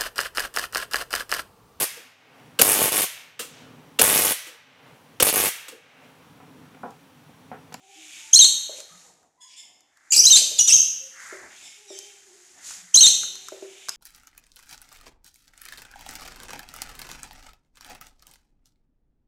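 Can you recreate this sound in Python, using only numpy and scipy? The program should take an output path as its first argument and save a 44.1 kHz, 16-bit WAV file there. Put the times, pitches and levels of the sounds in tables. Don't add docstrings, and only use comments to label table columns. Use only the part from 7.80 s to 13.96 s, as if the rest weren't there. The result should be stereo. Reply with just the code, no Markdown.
import sys
import numpy as np
from scipy import signal
from scipy.fft import rfft, irfft, next_fast_len
from scipy.io import wavfile
from scipy.ndimage import uniform_filter1d

SR = 44100
rng = np.random.default_rng(int(sys.argv[2]) if len(sys.argv) > 2 else 0)


def store_wav(level_fs):
    pcm = np.round(np.clip(np.atleast_2d(level_fs), -1, 1) * 32767)
    wavfile.write(sys.argv[1], SR, pcm.T.astype(np.int16))


N = 271656
TIME = np.arange(N) / SR


def from_db(db):
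    return 10 ** (np.asarray(db) / 20)


def rms_one(x):
    return x / np.sqrt(np.mean(x ** 2) + 1e-20)


def at_hz(points, hz):
    known_hz, values = np.transpose(points)
    return np.interp(np.log(np.maximum(hz, 1)), np.log(known_hz), values)


def coloured(x, spectrum):
    size = next_fast_len(x.shape[-1] + 1024)
    hz = np.arange(size // 2 + 1) * SR / size
    shaped = rfft(x, size) * from_db(at_hz(spectrum, hz))
    return irfft(shaped, size)[..., :x.shape[-1]]


def coloured_noise(size, spectrum):
    return rms_one(coloured(rng.standard_normal(size), spectrum))


def decay(t, t60_s):
    return np.exp(-np.log(1000) * t / t60_s)


def flutter(rate_hz, size):
    low_pass = signal.butter(2, min(rate_hz, SR / 4), fs=SR, output="sos")
    return rms_one(signal.sosfilt(low_pass, rng.standard_normal(size + SR // 10))[-size:])


def add(track, s, sound):
    start = int(s * SR)
    part = sound[..., :max(N - start, 0)]
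    track[..., start:start + part.shape[-1]] += part


def syrinx(pitch_hz, level_db, rough, jitter, rasp_db, jitter_hz=600, shimmer=0.78, buzz_hz=480,
           buzz_depth=0.095, air_db=-40, leap_per_s=110, second_ratio=1.21, second_db=-3):
    # frequency in Hz, gain in dB.
    throat = [(1200, -6.5), (2400, -20.5), (3100, -11), (4000, -4), (4950, -15), (6300, 10), (7300, -3.5),
              (8400, -10), (9700, -15), (10400, -15), (11200, -19.5), (12500, -20.5), (15000, -52)]
    size = len(pitch_hz)
    shake, tremble, wander = (flutter(jitter_hz, SR // 4)[:size] for _ in range(3))
    buzz = np.sin(2 * np.pi * np.cumsum(buzz_hz * (1 + .25 * wander)) / SR)
    shaken_hz = pitch_hz * (1 + rough * (jitter * shake + buzz_depth * buzz))
    phase = 2 * np.pi * np.cumsum(shaken_hz) / SR
    harmonic = np.arange(1, 9)[:, None]
    harmonic_hz = harmonic * pitch_hz
    weight = from_db(at_hz(throat, harmonic_hz)) * (harmonic_hz < SR / 2)
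    tone = (weight * np.sin(harmonic * phase)).sum(0) / np.sqrt((weight ** 2).sum(0) / 2)
    second = np.sin(second_ratio * phase) + np.sin(2 * second_ratio * phase)
    tone = tone + from_db(second_db) * rough * second
    leap = np.abs(np.gradient(np.log(pitch_hz))) * SR
    tone = tone / (1 + (leap / leap_per_s) ** 4)
    air = coloured_noise(SR // 4, throat)[:size]
    air_gain = from_db(air_db) + from_db(rasp_db) * rough
    voice = tone * (1 + shimmer * rough * tremble) + air * air_gain
    return voice * from_db(level_db)


def notes(rows, jitter, rasp_db, attack_s, release_s=0.0035):
    out = np.zeros(N)
    for s, length_s, start_hz, middle_hz, end_hz, level_db, fade_db, rough in rows:
        t = TIME[:int(length_s * SR)]
        along = t / length_s
        pitch_hz = np.polyval(np.polyfit([0, .5, 1], [start_hz, middle_hz, end_hz], 2), along)
        gate = np.clip(np.minimum(t / attack_s, (length_s - t) / release_s), 0, 1)
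        voice = syrinx(pitch_hz, level_db - fade_db * along, rough, jitter, rasp_db)
        add(out, s, np.sin(np.pi / 2 * gate) ** 2 * voice)
    return out


def finch_calls(jitter=.048, rasp_db=-18.0, attack_s=0.0052):
    call_notes = [(0.0, .008, 2504, 2600, 2850, -30.5, -7, .15),
                  (.004, .016, 2875, 3170, 3403, -1.5, 7, 0.03),
                  (.017, .017, 3900, 6250, 7144, -4.5, -0.5, .2),
                  (.032, .032, 3890, 4133, 4367, -5, 10.5, .05), (0.066, .024, 2686, 3193, 2800, -1, 4, .1),
                  (0.086, .036, 4076, 3690, 3680, -7.5, -2.5, 0.12),
                  (.121, .012, 3650, 3230, 3596, -7, 0.5, .55), (.127, .019, 3893, 4130, 4264, -5, 7.5, .1)]
    # start in seconds, level in dB, pitch ratio, time stretch, roughness factor, beak opening 0-1.
    call_times = [(.526, 0, 1.023, 0.94, 1, 0.7), (2.434, -1.5, .995, .985, 1.05, .15),
                  (5.137, -0.5, 1.003, 1.035, 1.5, 0.96)]
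    # frequency in Hz, gain in dB.
    open_beak = [(1800, 2), (2700, -2.5), (3200, -0.5), (4400, 0), (4750, -16), (5200, -14), (5550, -4),
                 (9900, 0), (10400, -12), (10900, 1.5), (13000, -10.5)]
    out = np.zeros(N)
    for s, call_db, ratio, stretch, harshness, opening in call_times:
        rows = [(s + stretch * at, stretch * length, ratio * start, ratio * middle, ratio * end,
                 call_db + db, fade, harshness * rough)
                for at, length, start, middle, end, db, fade, rough in call_notes]
        beak = [(hz, np.clip(opening, 0, 1) * db) for hz, db in open_beak]
        out += coloured(notes(rows, jitter, rasp_db, attack_s), beak)
    return out


def loose_notes():
    # start in seconds, length in seconds, start, middle and end pitch in Hz, level in dB,
    # fade over the note in dB, roughness 0-1.
    chatter = [(2.305, 0.012, 7240, 6900, 6500, -16, 0.5, 0.06),
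               (2.319, 0.029, 2620, 2438, 3980, -6.5, 14, 0.28),
               (2.343, 0.024, 4100, 4030, 2900, -16.5, 6.5, 0.28),
               (2.361, 0.0085, 5705, 5370, 4800, -3.5, 4, 0.42),
               (2.365, 0.0088, 8160, 7870, 7400, -8, 0, 0.21),
               (2.373, 0.013, 4624, 4810, 5150, -14, -4, 0.22),
               (2.383, .029, 5154, 5730, 6290, -10.5, 0, .14),
               (2.564, 0.035, 3800, 3675, 3380, -11, 12.5, .9),
               (2.778, 0.018, 4400, 4080, 3510, -31.5, -14, 0.6),
               (2.787, .013, 3445, 3414, 3150, -3.5, 4, 0.19),
               (2.794, .031, 2910, 2957, 3210, -6.5, 12, 0.06),
               (2.871, 0.0136, 3600, 3675, 3410, -18.5, -1, 0.3),
               (2.879, 0.042, 3423, 2707, 2816, -6.5, 15.5, 0.32),
               (2.921, 0.01615, 2788, 3104, 3460, -3.5, 3.5, .22),
               (2.932, 0.02, 3400, 3207, 3197, -1, 2, 0.2), (2.95, 0.022, 3250, 3070, 3080, -19, 1, 0.28),
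               (5.256, 0.0204, 3402, 3078, 3334, -11, 4.5, 0.47)]
    # frequency in Hz, gain in dB.
    narrow_beak = [(2000, 0), (2500, 3), (3300, -4), (4000, -4.5), (4800, 2), (6400, 1), (8000, 3),
                   (10500, 0), (13000, 3)]
    return coloured(notes(chatter, jitter=0.075, rasp_db=-17.5, attack_s=0.006), narrow_beak)


def far_chirps():
    # start in seconds, length in seconds, start, middle and end pitch in Hz, level in dB,
    # fade over the note in dB, roughness 0-1.
    chirps = [(1.6, 0.054, 1674, 1708, 1643, -30, 2.5, 0.13),
              (1.665, 0.081, 1587, 1495, 1436, -42.5, -5, 0.6),
              (1.755, 0.0543, 1668, 1760, 1760, -28.5, 1, .2),
              (1.805, .045, 1690, 1340, 1132, -40.5, 14.5, .7),
              (3.815, 0.069, 1732, 1785, 1820, -34.5, -2, 0.3),
              (4.065, .07, 1970, 1886, 1738, -35, -5.5, 0.17),
              (4.125, 0.059, 1674, 1554, 1612, -27, -5, 0.07)]
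    # frequency in Hz, gain in dB.
    far_colour = [(1500, -22), (2200, 6), (3200, 5), (4200, -7.5), (5200, -1.5), (6300, -9.5), (7300, 1),
                  (10400, -2.5), (12000, -6.5)]
    return coloured(notes(chirps, jitter=.2, rasp_db=-7.5, attack_s=0.018), far_colour)


def pot_knocks(spread_db=2, lowest_hz=300, scuff_db=-6, scuff_t60_s=0.35):
    # start in seconds, level in dB, boom of the air inside in dB relative to the wall.
    knocks = [(.894, -38, -22), (.985, -44.5, -18), (2.371, -44.5, 8), (2.618, -41.5, -27),
              (2.711, -41, -13), (3.525, -41.5, 7), (4.104, -45.5, 11.5), (5.721, -39, 2),
              (5.824, -42.5, 11.5)]
    # frequency in Hz, level in dB, t60 in seconds.
    pot = [(354.3, -4.5, 0.36), (387, -0.5, 0.34), (437, -4, 0.11), (566, -5, .12), (616.4, -1, 0.15),
           (620, -4.5, 0.17), (800, -23, .06)]
    # frequency in Hz, gain in dB.
    scuff_colour = [(250, -29.5), (350, -15.5), (420, -9.5), (600, 0), (750, -20.5), (1300, -22.5),
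                    (2500, -32)]
    out, t = np.zeros(N), TIME[:SR // 2]
    hz, mode_db, t60_s = np.transpose(pot)[:, :, None]
    is_air = np.arange(len(pot))[:, None] < 2
    for s, level_db, boom_db in knocks:
        strength_db = mode_db + boom_db * is_air + spread_db * rng.standard_normal(hz.shape)
        ring = (from_db(strength_db) * decay(t, t60_s) * np.sin(2 * np.pi * hz * t)).sum(0)
        scuff = coloured_noise(len(t), scuff_colour) * decay(t, scuff_t60_s)
        add(out, s, from_db(level_db) * (.5 * ring + from_db(scuff_db) * scuff))
    return signal.sosfilt(signal.butter(4, lowest_hz, "high", fs=SR, output="sos"), out)


def ticks(tick_t60_s=0.016, clack_t60_s=0.04, tick_db=-7):
    # start in seconds, level in dB before tick_db, clack in dB relative to the tick.
    contacts = [(1.0027, -39, -22), (1.43, -67.5, -3), (2.0065, -59, -15.5), (2.1715, -57, -8),
                (4.1888, -37, -41), (4.9083, -51, 1), (5.432, -38, -4.5), (5.555, -40, -20),
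                (5.685, -38, -10.5), (6.0857, -34, -5.5), (6.0922, -26, -19.5)]
    # frequency in Hz, gain in dB.
    tick_colour = [(1500, -6.5), (3000, -9), (4500, 7.5), (6500, 14.5), (9000, 6.5), (13000, -1),
                   (16000, -29)]
    clack_colour = [(200, -37), (550, -12), (900, -1), (1450, 7.5), (2200, -10.5), (4000, -20.5)]
    out, t = np.zeros(N), TIME[:SR // 10]
    for s, level_db, clack_db in contacts:
        bright = coloured_noise(len(t), tick_colour) * decay(t, tick_t60_s)
        dull = coloured_noise(len(t), clack_colour) * decay(t, clack_t60_s)
        add(out, s, from_db(level_db + tick_db) * (bright + from_db(clack_db) * dull))
    return out


def far_tones(waver=.035, waver_hz=25):
    # start and end in seconds, start and end pitch in Hz, level in dB, octave in dB re the tone.
    tones = [(0, 0.223, 387.2, 392, -66, 10.5), (0.154, 0.257, 317, 308, -53.5, -20),
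             (0.396, .52, 928, 898, -61, -28.5), (1.087, 1.166, 1245, 1220, -52.5, -26),
             (1.11, 1.14, 164, 169, -56, -26), (1.231, 1.339, 499, 451, -63.5, -5),
             (1.574, 1.709, 1027, 1017, -59.5, -3.5), (3.202, 3.279, 553, 519.6, -53, -29),
             (3.955, 4.415, 406.6, 402.3, -61, -3), (4.406, 4.646, 385.3, 349.7, -59.5, -28.5),
             (4.97, 5.038, 184, 174, -62, -43), (5.329, 6.08, 381, 365, -61.5, -4.5)]
    out = np.zeros(N)
    for start_s, end_s, start_hz, end_hz, level_db, octave_db in tones:
        along = np.linspace(0, 1, max(int((end_s - start_s) * SR), 2))
        glide_hz = start_hz + (end_hz - start_hz) * along
        pitch_hz = glide_hz * (1 + waver * flutter(waver_hz, SR)[:len(along)])
        phase = 2 * np.pi * np.cumsum(pitch_hz) / SR
        envelope = np.abs(np.sin(np.pi * along)) ** .5
        tone = np.sin(phase) + from_db(octave_db) * np.sin(2 * phase)
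        add(out, start_s, from_db(level_db) * envelope * tone)
    return out


def swell(peak_s, rise_s, fall_s, drop_db=13.5):
    away = (TIME - peak_s) / np.where(TIME < peak_s, rise_s, fall_s)
    return from_db(-drop_db * np.minimum(away ** 2, 10))


def soft_noise(spectrum, gain, grain_db, grain_hz, shared=0.1):
    common, own = rng.standard_normal(N), rng.standard_normal((2, N))
    noise = rms_one(coloured(shared * common + own, spectrum))
    return noise * gain * from_db(grain_db * flutter(grain_hz, N))


def background(floor_dull_db=-13, floor_rasp_db=-10.5):
    # time in seconds, hiss in dB, hum in dB.
    floor_levels = [(0, -64.5, -66.5), (0.351, -43.5, -75), (1.25, -49.5, -58.5), (1.52, -71, -71),
                    (2.08, -71, -70.5), (2.299, -57.5, -67.5), (3.3, -48, -70), (3.62, -49, -54.5),
                    (4.1, -52.5, -76), (4.7, -49, -68.5), (5.7, -47.5, -62.5), (6.16, -50, -67)]
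    # peak, rise and fall in seconds, bright rustle in dB, dull hiss in dB.
    rustles = [(.38, .3, 0.21, -42.5, -43), (.985, .05, .05, -37, -48.5), (1.22, 0.26, 0.16, -56, -79),
               (3.44, 0.073, 0.22, -42, -56), (3.8, 0.12, 0.31, -46.5, -47.5), (4.23, 0.15, 0.2, -46, -51),
               (4.884, 0.059, 0.15, -33, -47), (5.64, 0.081, 0.19, -48, -52.5), (6.1, 0.33, .2, -48, -46)]
    # peak, rise and fall in seconds, level in dB.
    rasps = [(2.26, .17, 0.22, -57.5), (3.47, 0.13, 0.29, -38.5), (4.869, 0.13, 0.35, -52)]
    # frequency in Hz, gain in dB.
    rustle_colour = [(2500, -19.5), (4200, -8), (5500, -4), (7000, 3), (8300, -5.5), (10000, -9.5),
                     (13000, -22), (15000, -15)]
    hiss_colour = [(1500, -25.5), (2300, 5.5), (3000, 3.5), (3700, 2.5), (5000, -25.5)]
    rasp_colour = [(600, -26.5), (950, -10), (1150, -6.5), (1400, -0.5), (1800, 2.5), (2100, 1.5),
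                   (2500, -13), (3200, -37.5)]
    hum_colour = [(25, -22.5), (60, -5.5), (170, -5.5), (280, 2.5), (520, -4), (750, 7), (1100, -4),
                  (2000, -37)]
    s, *columns = np.transpose(floor_levels)
    floor, hum = (from_db(np.interp(TIME, s, column)) for column in columns)
    bright = floor
    dull = floor * from_db(floor_dull_db)
    rasp = floor * from_db(floor_rasp_db)
    for peak_s, rise_s, fall_s, bright_db, dull_db in rustles:
        shape = swell(peak_s, rise_s, fall_s)
        bright = np.hypot(bright, from_db(bright_db) * shape)
        dull = np.hypot(dull, from_db(dull_db) * shape)
    for peak_s, rise_s, fall_s, level_db in rasps:
        rasp = np.hypot(rasp, from_db(level_db) * swell(peak_s, rise_s, fall_s))
    return (soft_noise(rustle_colour, bright, grain_db=0.8, grain_hz=120)
            + soft_noise(hiss_colour, dull, grain_db=1.3, grain_hz=30)
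            + soft_noise(rasp_colour, rasp, grain_db=1.9, grain_hz=60)
            + soft_noise(hum_colour, hum, grain_db=3.5, grain_hz=5.3, shared=0.89))


def room_response(build_s=0.0027, early_db=3, early_s=0.085):
    # frequency in Hz, t60 in seconds.
    room_t60 = [(300, 1), (2000, 0.99), (4000, 0.73), (6500, 0.66), (9000, 0.49), (14000, 0.95)]
    # frequency in Hz, gain in dB.
    room_colour = [(300, 5), (2000, 0), (2700, 5.5), (4000, -0.5), (5000, 7.5), (6400, 1.5), (8000, 1),
                   (13000, 0.5)]
    t = TIME[:SR]
    hz, frame_s, cells = signal.stft(rng.standard_normal((2, SR)), SR, nperseg=256)
    dying = cells * decay(frame_s, at_hz(room_t60, hz)[:, None])
    tail = signal.istft(dying, SR)[1][:, :SR]
    tail = tail * (1 - np.exp(-(t / build_s) ** 4)) * from_db(early_db * np.exp(-t / early_s))
    return coloured(tail / np.sqrt((tail ** 2).sum(1, keepdims=True)), room_colour)


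def near_echoes(x, skew_s=.0004):
    # mean delay in seconds, level in dB.
    near_walls = [(.0031, -13.5), (.0094, -11), (.0152, -11.5)]
    out = np.zeros((2, N))
    for k, (delay_s, db) in enumerate(near_walls):
        skew = skew_s * (-1) ** k
        left = np.interp(TIME - delay_s - skew, TIME, x)
        right = np.interp(TIME - delay_s + skew, TIME, x)
        out += from_db(db) * np.stack([left, right])
    return out


def heard(x, room, direct_db, room_db, left_lag_s=0.00022):
    direct = np.stack([np.interp(TIME - left_lag_s, TIME, x), x])
    reverb = signal.fftconvolve(x[None], room, axes=1)[:, :N]
    return from_db(direct_db) * direct + from_db(room_db) * reverb


def scene():
    # time in seconds, delay at the left port in seconds.
    finch_side = [(.6, -.00001), (2.4, -0.00068), (2.52, .00002), (2.85, .000045), (5.2, .00002)]
    # frequency in Hz, gain in dB.
    right_ear = [(300, -6), (1500, -4.5), (3000, -4.5), (4000, -5), (6300, -5), (8000, -14), (12000, -14.5)]
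    room = room_response()
    finch = finch_calls() + loose_notes()
    finch_lag_s = np.interp(TIME, *np.transpose(finch_side))
    left, right = (heard(finch, room, direct_db=4, room_db=-2, left_lag_s=finch_lag_s)
                   + near_echoes(finch)
                   + heard(far_chirps(), room, direct_db=-9.5, room_db=-9.0)
                   + heard(pot_knocks(), room, direct_db=4.5, room_db=-11.0)
                   + heard(ticks(), room, direct_db=18.0, room_db=8.0, left_lag_s=0)
                   + heard(far_tones(), room, direct_db=2.5, room_db=-1.0)
                   + background())
    return np.stack([left, coloured(right, right_ear)])


def record(dry, ceiling=1.0, release_db_per_s=900, lopsided=0.054, cutoff_hz=14000):
    over_db = np.maximum(20 * np.log10(np.abs(dry) / ceiling + 1e-9), 0)
    release_db = release_db_per_s * TIME
    held_db = np.maximum.accumulate(over_db + release_db, axis=1) - release_db
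    limited = np.clip(dry * from_db(-uniform_filter1d(held_db, size=44)), -1, 1)
    no_offset = signal.butter(2, 75, "high", fs=SR, output="sos")
    bent = limited + lopsided * signal.sosfilt(no_offset, limited ** 2)
    return signal.sosfilt(signal.ellip(8, .1, 70, cutoff_hz, fs=SR, output="sos"), bent)


dry = scene()
out = record(dry)
store_wav(out)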